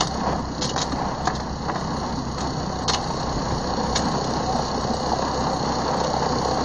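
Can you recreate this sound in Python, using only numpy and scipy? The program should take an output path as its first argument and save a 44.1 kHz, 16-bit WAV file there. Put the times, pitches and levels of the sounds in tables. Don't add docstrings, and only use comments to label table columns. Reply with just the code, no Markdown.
import sys
import numpy as np
from scipy import signal
from scipy.fft import rfft, irfft
from scipy.io import wavfile
from scipy.ndimage import uniform_filter1d

SR = 44100
rng = np.random.default_rng(int(sys.argv[2]) if len(sys.argv) > 2 else 0)


def field_ratio(decibels):
    return 10 ** (np.asarray(decibels, dtype=float) / 20)


def bounce(signal):
    frames = np.transpose(np.atleast_2d(signal))
    limited = np.clip(frames, -1, 1)
    pcm = np.round(limited * 32767).astype(np.int16)
    wavfile.write(sys.argv[1], SR, pcm)


N = 292824


def rms_one(x):
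    return x / np.sqrt(np.mean(x ** 2) + 1e-20)


def in_time(rows):
    s, *columns = np.transpose(rows)
    return [np.interp(np.arange(N) / SR, s, column) for column in columns]


def drift(rate):
    hop = 40
    r = np.exp(-2 * np.pi * hop * rate / SR)
    coarse = rng.standard_normal(N // hop + 2002)
    slow = signal.lfilter([1], [1, -2 * r, r * r], coarse)[2000:]
    return np.interp(np.arange(N) / hop, np.arange(len(slow)), rms_one(slow))


def filtered(x, order, hz, kind):
    return signal.sosfilt(signal.butter(order, hz, kind, fs=SR, output="sos"), x)


def resonate(x, hz, width_hz):
    r = np.exp(-np.pi * width_hz / SR)
    poles = [1, -2 * r * np.cos(2 * np.pi * hz / SR), r * r]
    return signal.lfilter(np.array([1, 0, -1]) * (1 - r * r) / 2, poles, x)


def body(modes, envelope, patchy_db, rate):
    out, power = np.zeros(N), 0
    for hz, width_hz, db in modes:
        shaking = envelope * field_ratio(patchy_db * drift(rate)) * rng.standard_normal(N)
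        out += field_ratio(db) * resonate(shaking, hz, width_hz)
        power += field_ratio(db) ** 2 * np.pi * width_hz / SR
    return out / np.sqrt(power)


def bursts(times, levels_db, t60s):
    rise_s = .002
    out = np.zeros(N)
    for s, level_db, t60 in zip(times, levels_db, t60s):
        at = round(s * SR)
        t = np.arange(min(N - at, SR // 4)) / SR
        out[at:at + len(t)] += field_ratio(level_db - 60 * t / max(t60, .01)) * np.minimum(t / rise_s, 1)
    return out


def rings(rows, t60, rise_s):
    out, t = np.zeros(N), np.arange(SR // 10) / SR
    for s, peak_db, hz in rows:
        at = round(s * SR)
        note = field_ratio(peak_db - 60 * t / t60) * np.minimum(t / rise_s, 1) * np.sin(2 * np.pi * hz * t)
        out[at:at + len(t)] += note[:N - at]
    return out


def once_a_cycle(cycle, place, spread_db):
    marks = np.diff(np.floor(cycle - place), prepend=-1.) > 0
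    return marks * field_ratio(spread_db * rng.standard_normal(N))


def wavering(turns, level_db, waver_db=2.06, waver_rad=.2, rate=4):
    phase = 2 * np.pi * turns + waver_rad * drift(rate)
    return field_ratio(level_db + 3.5 + waver_db * drift(rate)) * np.sin(phase)


def exhaust(cycle, pop_db):
    pops = -once_a_cycle(cycle, place=.615, spread_db=3.0)
    muffler = resonate(resonate(pops, 460, 160), 425, 370)
    return field_ratio(pop_db + 0.5) * rms_one(muffler)


def hum(cycle, pop_db):
    order_db = [-49.5, -39.5, -43.5, -42, -39, -43, -44]
    blade_db = [-45, -45]
    whine_orders = [16, 19, 23, 24, 26, 34]
    whine_db = [-7, -14, -12.5, -5.5, -7, -20.5]
    blades_per_cycle, blade_lead = 2.204, .1
    start = rng.random(len(order_db))
    orders = sum(wavering((k + 1) * cycle + start[k], db) for k, db in enumerate(order_db))
    blades = sum(wavering((k + 1) * blades_per_cycle * cycle + start[1] + blade_lead, db)
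                 for k, db in enumerate(blade_db))
    whine = sum(wavering(k * cycle + rng.random(), db, waver_db=5.5, waver_rad=1.6, rate=11)
                for k, db in zip(whine_orders, whine_db))
    return orders + blades + field_ratio(pop_db) * whine


def metal(cycle, hiss_db):
    # mode_hz [Hz], width_hz [Hz], level_db [dB]
    metal_modes = [(2932, 47, -2.5), (3420, 200, -41.5), (4110, 180, -10.5), (4240, 420, 2), (4394, 330, 1),
                   (5630, 220, -2.5), (6640, 560, -1.5)]
    fall = np.exp(-1 / (0.0034 * SR))
    taps = once_a_cycle(cycle, place=.37, spread_db=1.0)
    puffs = 1 + 1.4 * signal.lfilter([1], [1, -fall], taps)
    slide = field_ratio(hiss_db - 0.5 + 0.74 * drift(14.0))
    hiss = body(metal_modes, slide * puffs, patchy_db=0.5, rate=6)
    ticks = resonate(resonate(taps, 4383, 290), 4590, 820)
    return hiss + field_ratio(hiss_db - 10) * rms_one(ticks)


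def housing(cycle, housing_db):
    # mode_hz [Hz], width_hz [Hz], level_db [dB]
    housing_modes = [(522, 64, -6.5), (687, 130, -4.5), (766, 102, -1), (914.4, 43, 1.5), (983, 63, -4),
                     (1077, 36, -0.5), (1310, 560, -31), (1664, 117, -13.5)]
    # start_s [s], peak_db [dB], pitch_hz [Hz]
    knocks = [(0.331, -9, 870), (0.356, -8.5, 700), (0.578, -18, 750), (1.014, -7.5, 860),
              (1.114, -17, 960), (1.273, -5.5, 754), (1.692, -8, 770), (3.102, -12, 710), (3.605, -14, 755),
              (3.732, -5, 772), (4.178, -9, 684), (4.302, -12.5, 740), (4.553, -5, 764), (4.591, -7, 764),
              (4.776, -9, 480), (4.941, -7, 745), (5.044, -6.5, 790), (5.118, -3, 826), (5.133, -2.5, 754),
              (5.192, -8, 700), (5.213, -13, 960), (5.47, -5.5, 855), (5.917, -9.5, 790), (6.046, -13, 880),
              (6.138, -4, 830), (6.164, -5, 725), (6.331, -9.5, 1070), (6.412, -11, 905), (6.455, -5, 470),
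              (6.511, -6, 760)]
    throb = field_ratio(1.1 * np.cos(2 * np.pi * (cycle - .42)) + 2.08 * drift(38))
    rattle = body(housing_modes, field_ratio(housing_db) * throb, patchy_db=1.0, rate=7.4)
    return rattle + field_ratio(-3.0) * rings(knocks, t60=0.028, rise_s=0.0027)


def drum(rumble_db):
    # mode_hz [Hz], width_hz [Hz], level_db [dB]
    drum_modes = [(130, 29.5, 0), (191, 52, 0), (240, 67, 0), (290, 57, -9.5), (370, 29, -11)]
    # start_s [s], peak_db [dB], pitch_hz [Hz]
    thumps = [(0.273, -15, 148), (0.397, -11.5, 225), (0.477, -32, 196), (0.6, -15.5, 290),
              (0.796, -32, 167), (0.925, -8.5, 280), (1.27, -16, 298), (1.69, -15, 333), (1.395, -19, 213),
              (1.867, -16, 195), (2.021, -17, 160), (2.122, -16, 242), (2.178, -16, 261), (2.472, -14, 260),
              (2.572, -12, 138), (2.885, -26, 240), (3.523, -6, 134), (4.055, -22, 250), (4.546, -8.5, 240),
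              (4.783, -11, 236), (4.846, -8, 134), (4.898, -6.5, 227), (4.976, -27, 134),
              (5.602, -9.5, 144), (5.973, -11.5, 188)]
    rumble = body(drum_modes, field_ratio(rumble_db - 1.0), patchy_db=3.0, rate=7.7)
    churn = filtered(rumble, 4, 120, "high")
    return churn + field_ratio(-1.0) * rings(thumps, t60=0.068, rise_s=0.011)


def grit():
    # start_s [s], peak_db [dB], t60_s [s]
    grains = [(0.0054, 3, 0.034), (0.0224, -14.5, 0.15), (0.0683, -7, 0.033), (0.6087, -16, 0.16),
              (0.617, -9, 0.11), (0.6414, -15, 0.15), (0.6906, -11, 0.063), (0.7587, -9.5, 0.043),
              (0.7762, -5.5, 0.08), (0.8014, -10, 0.045), (0.8135, -5.5, 0.087), (0.9188, -19, 0.076),
              (1.251, -16, 0.094), (1.269, -17, 0.064), (1.349, -15.5, 0.1), (1.3965, -21, 0.08),
              (1.7544, -26.5, 0.54), (2.379, -21, 0.1), (2.404, -18, 0.12), (2.878, -12, 0.21),
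              (2.8895, -3, 0.07), (2.933, -6, 0.098), (3.951, -10.5, 0.13), (3.9568, -5, 0.086),
              (3.99, -24, 0.099), (4.2395, -14.5, 0.061), (5.9978, -14, 0.062), (6.0397, -19.5, 0.13),
              (6.0994, -20, 0.05), (6.511, -20, 0.04)]
    # mode_hz [Hz], width_hz [Hz], level_db [dB]
    crackle_modes = [(2260, 500, -9.5), (2800, 99, -15.5), (3470, 640, -5.5), (3830, 290, 0),
                     (4280, 180, 4), (4800, 570, -3), (5600, 730, -8.5), (5340, 510, -13.5), (6630, 920, 0)]
    # mode_hz [Hz], width_hz [Hz], level_db [dB]
    chute_modes = [(396, 440, -7.5), (764, 67, -1), (1010, 92, -1.5), (1180, 120, -6.5), (1690, 110, -11.5),
                   (1830, 340, -13)]
    # start_s [s], peak_db [dB]
    slaps = [(0.0054, -17), (0.7603, -17), (0.801, -25), (0.9185, -23), (1.02, -22.5), (1.27, -12),
             (1.2985, -22), (0.019, -20.5), (1.396, -24.5), (1.681, -19.5), (1.6945, -14.5), (1.7552, -18),
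             (2.379, -21.5), (2.893, -19), (2.9434, -24), (3.9525, -21.5), (3.99, -26)]
    # start_s [s], peak_db [dB]
    pings = [
        (0.0054, -21),
        (0.6903, -24),
        (0.703, -27),
        (0.813, -28),
        (2.88, -25),
        (2.933, -21),
        (2.9434, -13.5),
        (6.0397, -34),
    ]
    s, peak_db, t60 = np.transpose(grains)
    skitter = field_ratio(2.0 * drift(120) + 2.9 * drift(500))
    crack = body(crackle_modes, skitter * bursts(s, peak_db - 11.0, t60), patchy_db=1.34, rate=18)
    shake = bursts(s, peak_db - 17, t60) + bursts(*np.transpose(slaps), [0.068] * len(slaps))
    plate = body(chute_modes, field_ratio(-1.0) * shake, patchy_db=2.0, rate=27)
    plate = filtered(plate, 2, 2200, "low")
    strikes = field_ratio(20.5) * bursts(*np.transpose(pings), [0.061] * len(pings))
    return crack + plate + resonate(strikes * rng.standard_normal(N), 2930, 90)


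def bed(level_db):
    # pitch_hz [Hz], level_db [dB per Hz]
    bed_colour = [(30, -32), (250, 9.5), (600, 2.5), (1100, 5.5), (1600, -8.5), (2000, -5.5), (2500, -45.5),
                  (7000, -21)]
    corner_hz, corner_db = np.transpose(bed_colour)
    hz = np.maximum(np.fft.rfftfreq(N, 1 / SR), 1)
    colour = field_ratio(np.interp(np.log(hz), np.log(corner_hz), corner_db))
    return field_ratio(level_db) * rms_one(irfft(rfft(rng.standard_normal(N)) * colour, N))


def wind():
    # time_s [s], level_db [dB]
    wind_level = [(0.0, -62), (0.5, -63), (1.3, -60), (2.6, -60), (3.1, -56), (3.66, -54), (4.3, -61),
                  (6.64, -66)]
    buffet = filtered(rng.standard_normal(N), 2, [18, 110], "band")
    return field_ratio(in_time(wind_level)[0] + 18 + 3 * drift(5.3)) * rms_one(buffet)


def scene():
    # time_s [s], firing_rate [cycles per s]
    engine_speed = [(0.0, 32.525), (0.474, 31.724), (0.949, 31.675), (1.423, 31.767), (1.897, 31.654),
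                    (2.371, 31.777), (2.846, 31.569), (3.32, 31.68), (3.794, 31.549), (4.269, 31.886),
                    (4.743, 31.571), (5.217, 31.948), (5.691, 31.6), (6.166, 31.692), (6.64, 31.62)]
    # time_s [s], nearness_db [dB], bite_db [dB]
    approach = [(0.0, -3, -3.5), (0.3, -3, 2), (0.42, -9.5, 0), (0.68, -1, -3.5), (1.05, -5.5, 2),
                (1.25, -6, 1.5), (1.52, -8, -2), (1.87, -5, 3), (2.22, -5.5, -3), (2.42, -2.5, 0.5),
                (2.7, -3.5, -2.5), (3.0, -1.5, -0.5), (3.7, 0.5, -1), (4.5, 1, -0.5), (5.0, 1.5, 0),
                (5.5, 2, 2.5), (6.1, 2.5, 2.5), (6.64, 3, -0.5)]
    # level_db [dB], nearness_share [ratio], bite_share [ratio]
    parts = [
        (-31, 0.25, 0.24),
        (-31, 0.54, 1),
        (-36.5, 0.82, -0.21),
        (-36, 1.35, -0.15),
    ]
    cycle = -.219 + np.cumsum(in_time(engine_speed)[0]) / SR
    near_db, bite_db = in_time(approach)
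    rumble_db, housing_db, hiss_db, pop_db = (
        db + near * near_db + bite * bite_db for db, near, bite in parts)
    engine = exhaust(cycle, pop_db) + hum(cycle, pop_db)
    surge_db = 1.67 * drift(3.36)
    snow = metal(cycle, hiss_db) + housing(cycle, housing_db + surge_db) + drum(rumble_db + surge_db)
    background = bed(.5 * (rumble_db + housing_db) - 2) + wind()
    return (engine + snow + grit() + background)[None]


def mirror_band(kept, fold_hz):
    flashes = [.692, .764, .816, 1.351, 2.883, 4.241, 6.0, 6.041, 6.102, 6.352, 6.513]
    t = np.arange(N) / SR
    mirrored = kept * np.cos(4 * np.pi * fold_hz * t)
    steep = signal.ellip(8, .5, 70, [9120, 9720], "band", fs=SR, output="sos")
    skirt = filtered(mirrored, 4, [8650, 9100], "band")
    mirror = signal.sosfilt(steep, mirrored) + skirt * np.clip(.5 + 2 * drift(6.9), 0, 1)
    mirror = mirror / (1 + np.sqrt(uniform_filter1d(mirror ** 2, size=500)) / 0.015)
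    mirror = mirror * field_ratio(-1.5 + 3.3 * drift(9.5))
    gap_db = sum(-28 * np.exp(-((t - s) / .016) ** 4) for s in flashes)
    flash_db = sum(42 * np.exp(-((t - s) / .0035) ** 2) for s in flashes)
    return mirror * field_ratio(gap_db + flash_db)


def fold_sliver(x, fold_hz):
    # start_s [s], end_s [s]
    sliver_spells = [(0, 0.15), (.36, 0.46), (.635, 0.675), (.82, 1.1), (1.21, 1.24), (1.35, 1.47),
                     (1.7, 1.83), (2.33, 2.44), (2.81, 3.24), (3.5, 3.6), (3.96, 4.15), (4.23, 4.35),
                     (4.54, 4.6), (4.8, 5.13), (5.32, 5.65), (5.86, 5.98), (6.02, 6.045), (6.085, 6.105),
                     (6.45, 6.6)]
    t = np.arange(N) / SR
    spells = uniform_filter1d(sum(1. * (t > a) * (t < b) for a, b in sliver_spells), size=900)
    beat = np.cos(np.pi * (t / .064 - .22)) ** 8
    flicker = field_ratio(-14 + 4.4 * drift(40) + 14.2 * beat) * spells * x
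    return filtered(flicker, 3, [fold_hz - 70, fold_hz + 50], "band")


def starve(x):
    hz, _, z = signal.stft(x, SR, nperseg=4096)
    narrow = uniform_filter1d(np.abs(z) ** 2 + 1e-14, size=8, axis=0)
    narrow = uniform_filter1d(narrow, size=2, axis=1)
    below_db = 10 * np.log10(narrow / uniform_filter1d(narrow, size=80, axis=0))
    luck = rng.standard_normal((len(hz) // 6 + 1, z.shape[1]))
    luck = uniform_filter1d(np.repeat(luck, 6, axis=0)[:len(hz)], size=3, axis=1)
    need_db = np.interp(hz, [1900, 2100, 7400, 8600], [-60, -7.5, -7.5, -4])
    keep = np.clip((below_db + 8 * luck - need_db[:, None]) / 2, .02, 1)
    return signal.istft(z * keep, SR, nperseg=4096)[1][:N]


def drop_out(x):
    # crack_s [s], length_s [s], depth_db [dB]
    dropouts = [
        (.611, .014, -20),
        (.760, .016, -16),
        (2.878, .036, -24),
    ]
    t = np.arange(N) / SR
    treble = signal.sosfiltfilt(signal.butter(4, 1800, "high", fs=SR, output="sos"), x)
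    spared = signal.sosfiltfilt(signal.butter(4, [3900, 5600], "band", fs=SR, output="sos"), x)
    duck_db = sum(db * np.clip(1 - (s - t) / length, 0, 1) ** .5 * (t < s) for s, length, db in dropouts)
    return x - (1 - field_ratio(uniform_filter1d(duck_db, size=60))) * (treble - .6 * spared)


def low_pass(x):
    return signal.sosfilt(signal.butter(12, 9840, fs=SR, output="sos"), x)


def record(dry):
    # dip_hz [Hz], width_hz [Hz], depth [0-1]
    mic_dips = [(2377, 750, 0.53), (3480, 620, 0.27), (4017, 50, 1), (7135, 980, 0.61)]
    fold_hz = 8000
    x = .8 * np.tanh(dry[0] / .8)
    for hz, width_hz, depth in mic_dips:
        x = x - min(depth, 1) * resonate(x, hz, width_hz)
    kept = signal.sosfilt(signal.ellip(14, .5, 90, 7230, fs=SR, output="sos"), x)
    thinned = drop_out(starve(kept + field_ratio(-11.5) * mirror_band(kept, fold_hz)))
    mix = thinned + fold_sliver(x, fold_hz) + .003
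    return low_pass(mix[None])


dry = scene()
out = record(dry)
bounce(out)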